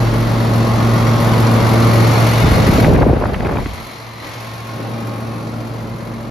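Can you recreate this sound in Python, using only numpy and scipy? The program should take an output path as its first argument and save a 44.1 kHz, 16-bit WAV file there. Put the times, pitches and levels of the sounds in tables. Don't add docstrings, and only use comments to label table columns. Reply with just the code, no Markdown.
import sys
import numpy as np
from scipy import signal
from scipy.fft import rfft, irfft
from scipy.io import wavfile
from scipy.ndimage import uniform_filter1d, minimum_filter1d, map_coordinates

SR = 44100
rng = np.random.default_rng(int(sys.argv[2]) if len(sys.argv) > 2 else 0)


def put_to_file(sound):
    columns = np.atleast_2d(sound).T
    safe = np.clip(columns, -1, 1)
    whole_steps = np.round(safe * 32767)
    wavfile.write(sys.argv[1], SR, whole_steps.astype(np.int16))


N = 277830

CRANK_HZ = 15
T = np.arange(N) / SR
HZ = np.maximum(np.arange(N // 2 + 1) * SR / N, 1)


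def from_db(db):
    return 10 ** (np.asarray(db) / 20)


def rms_one(x):
    return x / np.sqrt(np.mean(x ** 2) + 1e-20)


def in_time(rows):
    s, *columns = np.transpose(rows)
    return [np.interp(T, s, c) for c in columns]


def over_hz(points):
    hz, value = np.transpose(points)
    return np.interp(np.log(HZ), np.log(hz), value)


def drift(rate):
    slow_hz = HZ[:4096]
    slow = irfft(rfft(rng.standard_normal(2 * len(slow_hz) - 2)) / (1 + (slow_hz / rate) ** 2) ** 2)
    return np.interp(T, np.linspace(0, T[-1], len(slow)), rms_one(slow))


def band(low_hz, high_hz):
    return 1 / np.sqrt((1 + (low_hz / HZ) ** 10) * (1 + (HZ / high_hz) ** 10))


def tone(cycles, waver_db, wander_rad):
    level, phase = drift(14), drift(9)
    return np.sqrt(2) * from_db(waver_db * level) * np.cos(2 * np.pi * cycles + wander_rad * phase)


def coloured(spectra, gain):
    mid, side = irfft(spectra * gain, N)
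    return rms_one(np.array([mid + side, mid - side]))


# f/Hz, left-right correlation/0-1
STEREO_LIKENESS = [(40, 1), (70, 0.78), (130, 0.81), (290, 0.82), (640, 0.55), (1400, 0.23), (3100, 0.57),
                   (6500, 0.72), (8000, 1), (16000, 1)]
def mid_and_side(white):
    alike = np.clip(over_hz(STEREO_LIKENESS), 0, .99)
    return rfft(white) * np.sqrt([1 + alike, 1 - alike])


# t/s, f/Hz
CRANK_SPEED = [(0, 15.02), (2.6, 15.02), (3.8, 14.97), (6.3, 14.97)]
def crank_turns():
    return np.cumsum(in_time(CRANK_SPEED)[0]) / SR


CYLINDER_ACCENTS = [9.5, 5.0, 6.3, 8.2, 5.3, 5.5]
def knocks(rise_s, fall_s, first_s=0.0021):
    firings = 3 * crank_turns()
    at = np.searchsorted(firings, np.arange(int(firings[-1]))) + round(first_s * SR)
    blows = np.zeros(N)
    blows[at] = from_db(np.resize(CYLINDER_ACCENTS, len(at)) + rng.uniform(-5.5, 1, len(at)))
    age = T[:SR // 10]
    shape = (1 - np.exp(-age / rise_s)) * np.exp(-age / fall_s)
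    return rms_one(signal.fftconvolve(blows, shape)[:N])


def shaking(repeat_share, ripple_db, renew_s):
    cycle = rng.standard_normal((2, round(2 * SR / CRANK_HZ)))
    looped = cycle[:, np.arange(N) % cycle.shape[1]]
    white = np.sqrt(repeat_share) * looped + np.sqrt(1 - repeat_share) * rng.standard_normal((2, N))
    hz, s, cells = signal.stft(white, SR, nperseg=4096)
    grid = np.meshgrid(hz / 35, s / renew_s, indexing="ij")
    ribs = map_coordinates(rng.standard_normal((640, 64)), grid, order=3, mode="mirror")
    ripple = ribs * (hz / (hz + 1500))[:, None]
    _, ribbed = signal.istft(cells * from_db(ripple_db * ripple), SR)
    return mid_and_side(ribbed[:, :N])


def ramp(start_s, length_s):
    return np.clip((T - start_s) / length_s, 0, 1)


# t/s, level/dB
HISS_FADER = [(0, -38.5), (0.7, -37.5), (2.21, -32), (2.81, -33), (3.08, -48), (3.5, -47), (3.8, -44.5),
              (4.16, -48), (4.25, -43), (4.9, -46.5), (6.3, -50)]
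# dip end/s, recovery/s, dip/dB, opening level/dB, share of hiss swing
LAYER_RIDES = [(4.9, 0.56, 7.5, -30, 0.9), (4.66, 0.14, 13.5, -21, 0.86), (4.6, 0.29, 4, -25, 0.94),
               (5.13, 0.39, -2, -32.0, 0.99)]
def engine_levels(dip_start_s=1.975, dip_fall_s=1):
    hiss_db, = in_time(HISS_FADER)
    swing_db = hiss_db - hiss_db[0]
    sunk = ramp(dip_start_s, dip_fall_s)
    layers = [db + follows * swing_db - dip_db * sunk * (1 - ramp(end_s, recovery_s))
              for end_s, recovery_s, dip_db, db, follows in LAYER_RIDES]
    return layers + [hiss_db]


# f/Hz, level/dB
BODY_EQ = [(50, -2), (68, 1.5), (160, 0.5), (290, -2), (400, -9), (620, -4.5), (740, -10), (950, -13.5),
           (1200, -14), (1650, -14)]
# f/Hz, level/dB
METAL_EQ = [(1400, -22), (1750, -19), (2150, -14.5), (2500, -19.5), (3100, -22), (3700, -21.5), (4350, -23),
            (5000, -27), (6000, -27), (7000, -25.5), (9700, -24.5), (11200, -26), (13000, -32.5),
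            (14500, -26.5), (16000, -45)]
def block_clatter(rumble_db, drone_db, clatter_db, rattle_db, hiss_db, loose_db=2):
    vibration = shaking(repeat_share=0.3, ripple_db=3.0, renew_s=0.356)
    body, metal = from_db(over_hz(BODY_EQ)), from_db(over_hz(METAL_EQ))

    def part(gain, knock_share):
        knock = knocks(rise_s=0.0028, fall_s=0.015) * from_db(loose_db * np.tanh(drift(30)))
        return coloured(vibration, gain) * np.sqrt(1 - knock_share + knock_share * rms_one(knock) ** 2)

    out = from_db(rumble_db + 0.5) * part(body * band(49, 153), knock_share=0.11)
    out += from_db(drone_db - 4.0) * part(body * band(128, 330), knock_share=0.057)
    out += from_db((drone_db + clatter_db) / 2 - 4.5) * part(body * band(347, 546), knock_share=0.13)
    out += from_db(clatter_db - 1.3) * part(body * band(817, 1294), knock_share=0.19)
    out += from_db(rattle_db - 4.4) * part(metal * band(1680, 3650), knock_share=0.16)
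    out += from_db(hiss_db - 0.74) * part(metal * band(4480, 5870), knock_share=0.41)
    out += from_db(hiss_db - 3.5) * part(metal * band(10660, 16500), knock_share=0.75)
    return out


# multiple of blade rate, level/dB against the drone fader
FAN_PARTIALS = [(3, -15), (4, -20), (5, -15.5), (7, -18.5)]
def fan_hum(hum_db, octave_db, drone_db, blades_per_crank_turn=7.63):
    blades = blades_per_crank_turn * crank_turns()
    hum = from_db(hum_db) * tone(blades, waver_db=0.35, wander_rad=0.071)
    hum += from_db(octave_db) * tone(2 * blades, waver_db=0.8, wander_rad=0.24)
    for k, db in FAN_PARTIALS:
        hum += from_db(drone_db + db) * tone(k * blades, waver_db=1.2, wander_rad=.06 * k)
    return hum


def exhaust_throb(level_db):
    return from_db(level_db) * tone(3 * crank_turns(), waver_db=1.5, wander_rad=0.096)


# t/s, level/dB
SIDE_TONE_FADER = [(0, 2), (1.3, 4), (2.5, 5), (4.3, -1), (6.3, -6)]
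SIDE_TONE_TRIMS = [-10.5, -8, -10.5]
def gear_whine(level_db, main_order=72, side_orders=(57, 78, 84)):
    turns = crank_turns()
    side_db, = in_time(SIDE_TONE_FADER)
    whine = tone(main_order * turns, waver_db=1.5, wander_rad=0.4)
    for order, db in zip(side_orders, SIDE_TONE_TRIMS):
        whine += from_db(side_db + db) * tone(order * turns, waver_db=1.5, wander_rad=0.45)
    return from_db(level_db) * whine


# f/Hz, relative level/dB, t/s when the mic passes, swell there/dB
COVER_MODES = [(1953, -8, 1.35, 4), (2040, -18, 4.05, 12), (2183, -7, 2.3, 3), (2400, -14, 5.1, 7),
               (2802, -17.5, 2.2, 5), (3283, -18, 0.9, 6), (4073, -14, 4.05, 9), (4130, -17, 4.0, 6),
               (4289, -14.5, 2.1, 4), (4430, -17, 2.15, 5.5), (4470, -19, 3.3, 9), (5336, -20.5, 2.3, 5),
               (5700, -22, 1.1, 7)]
def cover_ring(level_db, width_hz=27, waver_db=0.7, half_pass_s=0.34):
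    tick_noise = rng.standard_normal((2, N)) * knocks(rise_s=0.00052, fall_s=0.0026)
    ticks = coloured(mid_and_side(tick_noise), 1)
    radius = np.exp(-np.pi * width_hz / SR)
    out = np.zeros((2, N))
    for hz, db, passed_s, swell_db in COVER_MODES:
        resonator = [1, -2 * radius * np.cos(2 * np.pi * hz / SR), radius ** 2]
        ring = signal.lfilter([1, 0, -1], resonator, ticks)
        facing = 1 / (1 + ((T - passed_s) / half_pass_s) ** 4)
        out += from_db(db + swell_db * facing + waver_db * drift(2.7)) * rms_one(ring)
    return from_db(level_db) * out


# t/s, front tyre lag/ms, gravel lag/ms
ECHO_LAGS = [(0, 3, 5), (0.8, 1.67, 3.4), (1.8, 0.99, 4.5), (2.8, 0.71, 5.4), (4.2, 1.0, 3.3),
             (5, 2.53, 2.5), (6.3, 3.1, 1.73)]
def with_echoes(sound, tyre_db=-22, gravel_db=-16.5):
    bright = irfft(rfft(sound) * band(900, 6000), N)
    for lag_ms, db in zip(in_time(ECHO_LAGS), (tyre_db, gravel_db)):
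        echo = np.array([np.interp(T - lag_ms / 1000, T, side) for side in bright])
        sound = sound + from_db(db) * echo
    return sound


# t/s, fan hum/dB, its octave/dB, exhaust/dB, gear whine/dB
TONE_FADERS = [(0, -16, -27.5, -25, -37), (0.52, -16, -23.5, -32, -43), (0.7, -15.8, -21.5, -31, -32.5),
               (1.25, -14.5, -22, -32, -31), (1.85, -12.5, -21.5, -35, -34), (2.25, -12, -31.5, -40, -44),
               (2.7, -19.5, -33, -39, -44), (3.2, -35, -41, -47, -62), (3.85, -43, -50, -62, -54),
               (4.15, -36, -54, -62, -59), (4.27, -36, -49, -63, -43), (4.72, -29.5, -42.5, -55, -42),
               (4.92, -26.5, -33, -51, -42), (5.3, -27.5, -33, -50, -41.5), (5.7, -28.5, -35, -46, -52),
               (6.3, -33, -34, -43, -57)]
def engine():
    rumble_db, drone_db, clatter_db, rattle_db, hiss_db = engine_levels()
    hum_db, octave_db, exhaust_db, whine_db = in_time(TONE_FADERS)
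    block = block_clatter(rumble_db, drone_db, clatter_db, rattle_db, hiss_db)
    tones = fan_hum(hum_db, octave_db, drone_db) + exhaust_throb(exhaust_db) + gear_whine(whine_db)
    return with_echoes(block + cover_ring(hiss_db + 0.5)) + tones


# f/Hz, level/dB
WIND_EQ = [(22, -33), (36, -10), (55, 3), (130, -4), (220, 0), (550, -5), (800, -13.5), (1300, -20.5),
           (2300, -30), (4000, -45), (8000, -66)]
# t/s, level/dB
FLOW_FADER = [(2.36, -22), (2.44, -8), (2.78, -6), (2.89, 1.5), (3.08, -4.5), (3.19, -11), (3.38, -14),
              (3.48, -12), (3.61, -13.5), (3.7, -17.5), (3.82, -31), (3.89, -44)]
def air_stream(stall_db=-13, stall_slope=4.4):
    inside = (T > FLOW_FADER[0][0]) & (T < FLOW_FADER[-1][0])
    flow_db, = in_time(FLOW_FADER)
    stalled_db = stall_slope * np.minimum(flow_db - stall_db, 0)
    air = mid_and_side(rng.standard_normal((2, N))) * from_db(over_hz(WIND_EQ))
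    bursts = np.tanh(drift(78))

    def swirl(gain, burst_db):
        lumps = coloured(air, gain) * from_db(burst_db * bursts)
        return lumps / np.sqrt(uniform_filter1d(np.mean(lumps ** 2, axis=0), size=SR // 20))

    heave = from_db(-11.5 + 0.8 * flow_db) * swirl(band(20, 147), burst_db=0)
    roar = from_db(-12.5 + 0.82 * flow_db + stalled_db) * swirl(band(123, 770), burst_db=5.0)
    flutter = from_db(-25 + 0.42 * flow_db + stalled_db) * swirl(band(810, 9000), burst_db=5.5)
    return inside * (heave + roar + flutter)


# t/s, peak level/dB, start f/Hz, end f/Hz, length/s
THUMP_CUES = [(2.44, -1, 410, 54.6, 0.017), (2.509, -11, 111, 50.3, 0.029), (2.6, -9, 149, 55, 0.028),
              (2.686, -3, 332, 75.4, 0.021), (2.809, -6, 420, 59.6, 0.021), (2.88, -3, 760, 350, 0.0068),
              (2.888, -7, 224, 60.4, 0.018), (2.956, -7, 420, 200, 0.014), (3.029, -7, 196, 70, 0.014),
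              (3.061, -4.5, 760, 98, 0.0183), (3.104, -0.5, 185, 55, 0.017), (3.13, -4, 623, 181, 0.0087),
              (3.457, -18, 151, 49.7, 0.024), (3.659, -16.5, 554, 121, 0.014)]
def thumps():
    out = np.zeros(N)
    for s, db, from_hz, to_hz, length_s in THUMP_CUES:
        progress = np.linspace(0, 1, round(length_s * SR))
        cycles = np.cumsum(from_hz * (to_hz / from_hz) ** progress) / SR
        dive = np.sin(2 * np.pi * (cycles + rng.random()))
        start = round(s * SR)
        out[start:start + len(dive)] += from_db(db) * signal.get_window(("tukey", .5), len(dive)) * dive
    return out


# t/s, relative level/dB, top f/Hz, length/s
EDDY_CUES = [(2.577, -12.5, 1010, 0.0052), (2.606, -8, 407, 0.0052), (2.779, -4.5, 670, 0.0074),
             (2.842, -13, 2600, 0.0086), (2.924, -12, 900, 0.006), (2.96, -18.5, 2880, 0.0054),
             (3.019, -19, 2300, 0.006), (3.027, -10.5, 1100, 0.0091), (3.094, -10.5, 920, 0.0064),
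             (3.165, -16, 600, 0.0089), (3.206, -26, 1400, 0.0046), (3.218, -17.5, 1050, 0.011),
             (3.237, -11.5, 1650, 0.0044), (3.253, -15, 1680, 0.0046), (3.341, -20, 2720, 0.0078),
             (3.404, -24, 2720, 0.0045), (3.429, -18.5, 920, 0.0061), (3.444, -21, 1000, 0.0069),
             (3.465, -19, 1200, 0.0071), (3.491, -23, 1700, 0.0073), (3.524, -20, 1650, 0.0046),
             (3.535, -28, 1600, 0.0038), (3.553, -22, 900, 0.0067), (3.569, -20, 2730, 0.0034),
             (3.583, -19, 1500, 0.0042), (3.603, -28, 1800, 0.005), (3.658, -22, 2960, 0.0031)]
def eddies(level_db, slap_share):
    out = np.zeros((2, N))
    for s, db, top_hz, length_s in list(EDDY_CUES) + sputter():
        age = T[:SR // 12] / length_s
        noise = rng.standard_normal(len(age)) + .5 * rng.standard_normal((2, len(age)))
        puff = noise * np.sqrt(age) * np.exp(-age ** 2)
        slap = signal.unit_impulse(len(age), np.searchsorted(age, .5))
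        air = np.sqrt(1 - slap_share) * rms_one(puff) + np.sqrt(slap_share) * rms_one(slap)
        colour = np.vstack([signal.butter(2, [top_hz / 4, top_hz], "band", fs=SR, output="sos"),
                            signal.butter(4, top_hz, fs=SR, output="sos")])
        eddy = rms_one(signal.sosfilt(colour, air)) / np.sqrt(age[-1])
        start = round(s * SR)
        out[:, start:start + len(age)] += from_db(db + level_db) * eddy
    return out


def sputter(count=6, first_s=3.44, last_s=3.50, db=-25, low_hz=1710, high_hz=3350, length_s=0.00503):
    jitter, _, pitch = rng.random((count, 3)).T
    times = first_s + (last_s - first_s) * (np.arange(count) + jitter) / count
    tops_hz = low_hz * (high_hz / low_hz) ** pitch
    return [(s, db, top_hz, length_s) for s, top_hz in zip(times, tops_hz)]


# f/Hz, phase/rad
LEFT_LEAD = [(20, 0), (5800, 0), (6800, -1.1), (8200, -3.14), (11700, -6.28), (14900, -9.42), (16000, -9.7)]
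# f/Hz, level/dB
LEFT_EQ = [(120, -.5), (250, .5), (500, 1.9), (1000, .3), (2000, 2.2), (4500, 1.6), (7500, 0)]
def scene():
    sound = engine() + air_stream() + thumps() + eddies(level_db=-1.5, slap_share=0.16)
    sound *= np.minimum(1, np.minimum(T, T[::-1]) / .003)
    lead_rad = np.interp(HZ, *np.transpose(LEFT_LEAD))
    left = from_db(over_hz(LEFT_EQ) / 2) * np.exp(.5j * lead_rad)
    return irfft(rfft(sound) * np.array([left, 1 / left]), N)


CUTOFF_HZ = 15300
def record(dry):
    room = np.minimum(1, .92 / (np.abs(dry).max(axis=0) + 1e-9))
    gain = uniform_filter1d(minimum_filter1d(room, size=300), size=300)
    passband = band(24, SR) / np.sqrt(1 + (HZ / CUTOFF_HZ) ** 300)
    return irfft(rfft(dry * gain) * passband, N)


dry = scene()
out = record(dry)
put_to_file(out)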